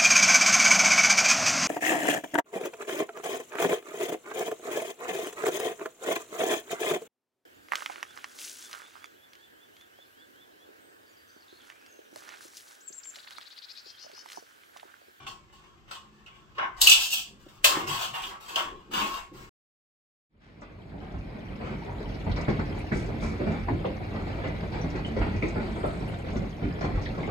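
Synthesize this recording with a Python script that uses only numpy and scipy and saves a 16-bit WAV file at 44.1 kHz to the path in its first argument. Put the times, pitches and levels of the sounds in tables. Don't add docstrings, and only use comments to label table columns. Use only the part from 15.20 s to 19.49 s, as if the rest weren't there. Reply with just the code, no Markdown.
import sys
import numpy as np
from scipy import signal
from scipy.fft import rfft, irfft
from scipy.io import wavfile

SR = 44100
rng = np.random.default_rng(int(sys.argv[2]) if len(sys.argv) > 2 else 0)


def waveform_to_disk(signal):
    frames = np.transpose(np.atleast_2d(signal))
    scaled = np.clip(frames, -1, 1) * 32767
    samples = np.round(scaled).astype(np.int16)
    wavfile.write(sys.argv[1], SR, samples)


def volts(x):
    e = np.asarray(x, float) / 20
    return 10 ** e


N = 189364
T = np.arange(N) / SR

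# (f/Hz, relative level/dB per Hz)
HUM_COLOUR = [(24, -44), (40, 20.5), (204, 9), (529, -40), (1090, 3), (1630, -14.5), (2840, -8.5),
              (7730, -14.5), (9690, -48.5), (12800, -18.5), (16000, -48.5)]
HUM_DB = -62
# (start t/s, end t/s, f/Hz, peak level/dB)
LOW_TONE = (.8, 1.08, 212, -58)

# (t/s, hold/s, level/dB)
FINGER_THUMPS = [(0.05, 0.13, -66), (1.42, 0.022, -64), (1.61, 0.036, -47), (1.7, .02, -46.5),
                 (2.1, 0.3, -68.5), (2.45, 0.052, -50.5), (2.62, 0.22, -58), (3.04, .03, -53.5),
                 (3.48, 0.089, -51.5), (3.72, 0.3, -53.5), (4.2, .06, -54)]
HAND_REST_DB = -75.5
PRESS_DB_PER_S, EASE_DB_PER_S = 253, 151.5

# (f/Hz, width of each filter pass/Hz)
PLANK_RESONANCES = [(128, 55), (212, 60), (355, 150)]
# (t/s, hold/s, long planks level/dB, middle level/dB, short level/dB)
WEIGHT_SHIFTS = [(0.0, 0.11, -61.5, -66, -63), (1.412, 0.037, -59, -59, -53.5),
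                 (1.672, 0.032, -63, -76, -54), (2.118, .04, -63, -58.5, -60.5),
                 (2.514, .04, -71, -61, -43.5), (2.594, 0.038, -45, -51, -41.5),
                 (2.682, .04, -43.5, -51, -47), (2.885, 0.087, -57, -65, -63.5),
                 (3.048, 0.056, -74, -66, -55), (3.363, 0.098, -59.5, -60.5, -49.5),
                 (3.506, 0.047, -64, -60, -50), (3.742, 0.11, -54, -44, -42),
                 (4.129, 0.097, -56.5, -58.5, -54)]
# (long planks level/dB, middle level/dB, short level/dB)
PILE_REST = [-68, -69, -67.5]
# (t/s, level/dB, f/Hz, t60/s)
PLANK_KNOCKS = [(2.264, -29.5, 319, 0.023), (2.57, -12, 321, 0.025), (4.118, -36.5, 306, 0.058)]

# (t/s, flange level/dB, web level/dB re flange, edge level/dB re flange, contact/ms)
STEEL_BLOWS = [(0.0646, -34, -4.5, -10.5, 6.3), (0.711, -30.5, -2.5, -4.5, 1.4),
               (1.0614, -43.5, -13, -14, 6.2), (1.3812, -34, 6.5, -22.5, 6.8),
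               (1.6135, -11, -27, 6.5, 1.57), (1.6705, -3.5, -37, -1, 1.4), (1.696, -8.5, -21.5, 4, 2.1),
               (1.7136, -3.5, -36, -11.5, 10), (1.9363, -14, -22, -3, 1.46), (2.4431, -9.5, -4, 3.5, 3.27),
               (2.946, -36.5, -1, -10, 5.1), (3.037, -22.5, -19, -19, 1.7), (3.3577, -15.5, -33, -12, 2.34)]
# (full bite t/s, hold/s, flange level/dB, web and edge level/dB re flange)
SHEAR_STROKES = [(0.0, 0.0042, -51, 2, -9), (.07, 0.0091, -47, -2.5, -1.5), (0.326, 0.04, -61, -2, -1.5),
                 (0.431, 0.027, -63.5, 2.5, -7), (0.679, .022, -58.5, -1.5, -8),
                 (0.711, 0.006, -42, -3, -4), (0.916, 0.042, -74, 0, -1), (1.069, 0.0092, -57, -1, -14),
                 (1.142, 0.027, -62.5, -0.5, -10), (1.351, .018, -55, -1, -13),
                 (1.383, 0.03, -40.5, 11, -25), (1.568, 0.036, -56.5, 6.5, 2),
                 (1.615, 0.0043, -26.5, -9.5, 8), (1.665, 0.073, -20, -15, -4.5),
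                 (1.801, 0.044, -29.5, -16, -1), (1.906, .03, -39.5, -23, 5),
                 (1.929, 0.049, -30.5, -18, -5), (2.195, 0.048, -68.5, -0.5, 2),
                 (2.285, .08, -64.5, 2.5, 0), (2.445, .012, -24, -4.5, 0.5), (2.496, 0.1, -38.5, 5, -5.5),
                 (2.67, 0.17, -33.5, -3.5, -4.5), (2.809, 0.028, -36, -3.5, -4.5),
                 (2.937, 0.05, -38.5, 0.5, -8), (3.019, 0.053, -43.5, -1.5, -3),
                 (3.107, 0.023, -56.5, 12.5, -21), (3.205, .06, -55, 4.5, 1.5), (3.283, 0.071, -43, -1, -4),
                 (3.363, 0.029, -34, 2.5, -7), (3.389, 0.024, -38, -0.5, -20),
                 (3.531, 0.093, -67, 2.5, -13), (3.714, .012, -44.5, 3, -5),
                 (3.734, 0.077, -30, -1.5, -7.5), (3.841, .11, -41, 0.5, -4),
                 (3.984, 0.048, -63.5, 10, -10.5), (4.136, 0.084, -59.5, 6, 2)]
# (f/Hz, relative level/dB, t60/s)
STEEL_MODES = [
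    [(947, -7, .3), (1040, -7, .2), (1066, 0, .35), (1090, -1, .3), (1120, -4, .25), (1150, -6, .2)],
    [(700, -4, .3), (770, -4, .25), (1235, -2, .25), (1345, -1, .25), (1700, -3, .4), (2170, -6, .3)],
    [(2580, -4, .25), (2665, 0, .25), (2745, -3, .25), (2920, -1, .25), (3150, -2, .25), (3330, -3, .25),
     (3470, -3, .2)],
    [(4570, 0, .2), (5050, -2, .2), (5410, -4, .2), (7850, -3, .15)],
    [],
]
# (f/Hz, relative level/dB per Hz)
WEB_COLOUR = [(240, -46), (420, -11.5), (620, -7), (800, -4), (1000, -4), (1400, -4.5), (1900, -8.5),
              (2400, -10), (3100, -21)]
# (f/Hz, relative level/dB per Hz)
FLANGE_COLOUR = [(1240, -58.5), (2100, -25), (2430, -9.5), (2600, 1), (3010, 1.5), (3460, -1.5),
                 (3990, -17.5), (4600, -27), (5980, 1), (10100, -120)]
# (f/Hz, relative level/dB per Hz)
EDGE_COLOUR = [(2530, 10), (4300, 2), (4610, 2), (5900, -3), (7950, -0.5), (9600, -16), (12500, -61),
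               (21100, -120)]
# (f/Hz, relative level/dB per Hz)
BURR_COLOUR = [(5530, -30.5), (9400, -17.5), (9840, -6), (10700, 1), (14900, 3), (16200, -1.5)]
# (lowest f/Hz, highest f/Hz, crowd t60/s, crowd level/dB re single modes, left re right level/dB)
STEEL_PARTS = [(930, 1400, .15, -9.5, 4), (405, 2360, 0.062, 8.5, 2), (2430, 4400, 0.17, 11, -1),
               (4340, 9500, 0.27, 17, 2), (9280, 17000, 0.15, 30, -0.5)]
# main ring, web, flanges, edge, burr (each fall/dB per s)
LET_GO = [170, 190, 230, 243.6, 300]
# main ring, web, flanges, edge, burr (each level/dB)
CREEP = [-71.5, -66, -71.5, -79.5, -91.5]
# (from t/s, to t/s); its start is also the first cut
CLAMPED = (1.6, 2.15)
CHOKE_DB = -26.5
UNCUT_DB = -5.5
MAIN_DB, STROKE_BURR_DB, BLOW_BURR_DB = 2, -6, -6
BITE_DB_PER_S, SAG_DB_PER_S = 2202, 28.5
CLICKS_PER_S, CLICK_SPREAD_DB = 6000, 1.5
CHATTER_PER_S, CHATTER_DB = 50, 1.8
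REDRAW_SAMPLES = 4096
MODE_SPREAD_DB = 2
CRACK_T60_S, CRACK_DB = 0.038, -2
PORT_LAG_S = 0.00027

ROOM_T60_S, ROOM_DB = 0.22, -5.5
TOP_HZ = 15800


def unit(x):
    return x / np.sqrt(np.mean(x ** 2))


def colour(x, points):
    hz, db = np.transpose(points)
    f = np.maximum(np.fft.rfftfreq(x.shape[-1], 1 / SR), 1)
    curve_db = np.interp(np.log(f), np.log(np.maximum(hz, 1)), db)
    return irfft(rfft(x) * volts(curve_db), x.shape[-1])


def fade(t60, size):
    return np.exp(-np.log(1000) * np.arange(size) / SR / t60)


def sides(db):
    return volts(np.array([db, -db]) / 2)


def swell(at, hold, db, rise, sag, fall):
    t = T - at
    before, during, after = np.maximum(-t, 0), np.clip(t, 0, hold), np.maximum(t - hold, 0)
    return volts(2 * (db - rise * before - sag * during - fall * after))


def pressing(rows, rest_db):
    power = volts(2 * np.reshape(rest_db, (-1, 1)))
    for at, hold, *db in rows:
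        power = power + swell(at, hold, np.reshape(db, (-1, 1)), PRESS_DB_PER_S, 0, EASE_DB_PER_S)
    return np.sqrt(power)


def hum():
    noise = rng.standard_normal(N) + 1.9 * rng.standard_normal((2, N))
    steady = unit(colour(noise, HUM_COLOUR)) * volts(HUM_DB)
    start, end, hz, db = LOW_TONE
    arch = np.sin(np.pi * np.clip((T - start) / (end - start), 0, 1))
    return steady + volts(db) * arch * np.sin(2 * np.pi * hz * T)


def hand():
    noise = rng.standard_normal(N) + 0.19 * rng.standard_normal((2, N))
    deep = signal.sosfilt(signal.butter(2, [18, 50], "band", fs=SR, output="sos"), noise)
    return unit(deep) * pressing(FINGER_THUMPS, HAND_REST_DB) * sides(2.5)[:, None]


def planks():
    out = 0
    for (hz, width), gain in zip(PLANK_RESONANCES, pressing(WEIGHT_SHIFTS, PILE_REST)):
        noise = rng.standard_normal(N) + 0.38 * rng.standard_normal((2, N))
        peak = signal.iirpeak(hz, hz / width, SR)
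        rumble = signal.lfilter(*peak, signal.lfilter(*peak, noise))
        out = out + unit(rumble) * gain
    for at, db, hz, t60 in PLANK_KNOCKS:
        i, t = int(at * SR), T[:4096]
        soft = (1 - np.exp(-t * hz)) * fade(t60, 4096)
        tone = np.sin(2 * np.pi * hz * t) + .5 * np.sin(2 * np.pi * 1.65 * hz * t)
        out[:, i:i + 4096] += volts(db) * tone * soft
    return out


def parts(at, web_db, edge_db, burr_db):
    clamp_start, clamp_end = CLAMPED
    choke = CHOKE_DB if clamp_start < at < clamp_end else 0
    uncut = UNCUT_DB if at < clamp_start else 0
    return np.array([web_db + MAIN_DB + choke, web_db, 0, edge_db, edge_db + burr_db + uncut])[:, None]


def ring(modes, points, lo, hi, t60, crowd_db, pan_db):
    t = T[:16384]
    phase = rng.uniform(0, 2 * np.pi, (len(modes), 2, 1))
    spread = rng.standard_normal(len(modes))
    single = np.zeros((2, len(t)))
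    for (hz, db, long), p, s in zip(modes, phase, spread):
        decay = fade(long, len(t)) / np.sqrt(long)
        single += volts(db + MODE_SPREAD_DB * s) * np.sin(2 * np.pi * hz * t + p) * decay
    shared, own = rng.standard_normal(len(t)), rng.standard_normal((2, len(t)))
    late = np.array([shared, np.roll(shared, round(PORT_LAG_S * SR))])
    dense = colour(late + 2.8 * own, points)
    crack = volts(CRACK_DB) * unit(dense * fade(CRACK_T60_S, len(t)))
    crowd = unit(dense * fade(t60, len(t))) + crack
    both = single / (np.std(single) + 1e-9) + volts(crowd_db) * crowd
    both = signal.sosfilt(signal.butter(4, [.9 * lo, 1.1 * hi], "band", fs=SR, output="sos"), both)
    unit_energy = both / np.sqrt(np.sum(both ** 2) / 2)
    return unit_energy * sides(pan_db)[:, None]


def shearing():
    struck = rng.random(N) < CLICKS_PER_S / SR
    clicks = struck * volts(CLICK_SPREAD_DB * rng.exponential(1, N)) * rng.standard_normal(N)
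    hold = SR // CHATTER_PER_S
    knots = N // hold + 2
    chatter = np.interp(np.arange(N) / hold, np.arange(knots), rng.standard_normal(knots))
    clicks = unit(clicks * volts(CHATTER_DB * chatter))
    power = volts(2 * np.array(CREEP))[:, None]
    fall = np.array(LET_GO)[:, None]
    for at, long, db, web_db, edge_db in SHEAR_STROKES:
        level_db = db + parts(at, web_db, edge_db, STROKE_BURR_DB)
        power = power + swell(at, long, level_db, BITE_DB_PER_S, SAG_DB_PER_S, fall)
    return np.sqrt(power) * clicks


def add_blows(drive):
    chatter = rng.standard_normal((len(STEEL_BLOWS), 2048))
    for (at, db, web_db, edge_db, ms), noise in zip(STEEL_BLOWS, chatter):
        i = int(at * SR)
        push = np.r_[3.0, noise[1:]] * np.exp(-np.arange(2048) / (SR * ms / 1000))
        drive[:, i:i + 2048] += volts(db + parts(at, web_db, edge_db, BLOW_BURR_DB)) * push


def steel():
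    drive = shearing()
    add_blows(drive)
    colours = (WEB_COLOUR, WEB_COLOUR, FLANGE_COLOUR, EDGE_COLOUR, BURR_COLOUR)
    out = np.zeros((2, N + 16384))
    cuts = list(range(0, N, REDRAW_SAMPLES)) + [N]
    for a, b in zip(cuts, cuts[1:]):
        for d, modes, points, part in zip(drive, STEEL_MODES, colours, STEEL_PARTS):
            response = ring(modes, points, *part)
            out[:, a:b + 16383] += signal.fftconvolve(d[None, a:b], response, axes=1)
    return out[:, :N]


def room(x):
    size = SR // 2
    tail = colour(rng.standard_normal((2, size)), [(150, -17.5), (700, -1.5), (5000, -3), (16000, -3)])
    tail = tail * fade(ROOM_T60_S, size) * np.clip(T[:size] / 0.0024, 0, 1)
    tail = tail / np.sqrt(np.sum(tail ** 2) / 2)
    return x + volts(ROOM_DB) * signal.fftconvolve(x, tail, axes=1)[:, :N]


def scene():
    return room(steel() + planks()) + hand() + hum()


def roll_off(x):
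    return signal.sosfilt(signal.butter(12, 16660, fs=SR, output="sos"), x)


def record(dry):
    rounded = np.tanh(dry)
    finished = signal.sosfilt(signal.ellip(8, .2, 60, TOP_HZ, fs=SR, output="sos"), rounded)
    return roll_off(finished)


dry = scene()
out = record(dry)
waveform_to_disk(out)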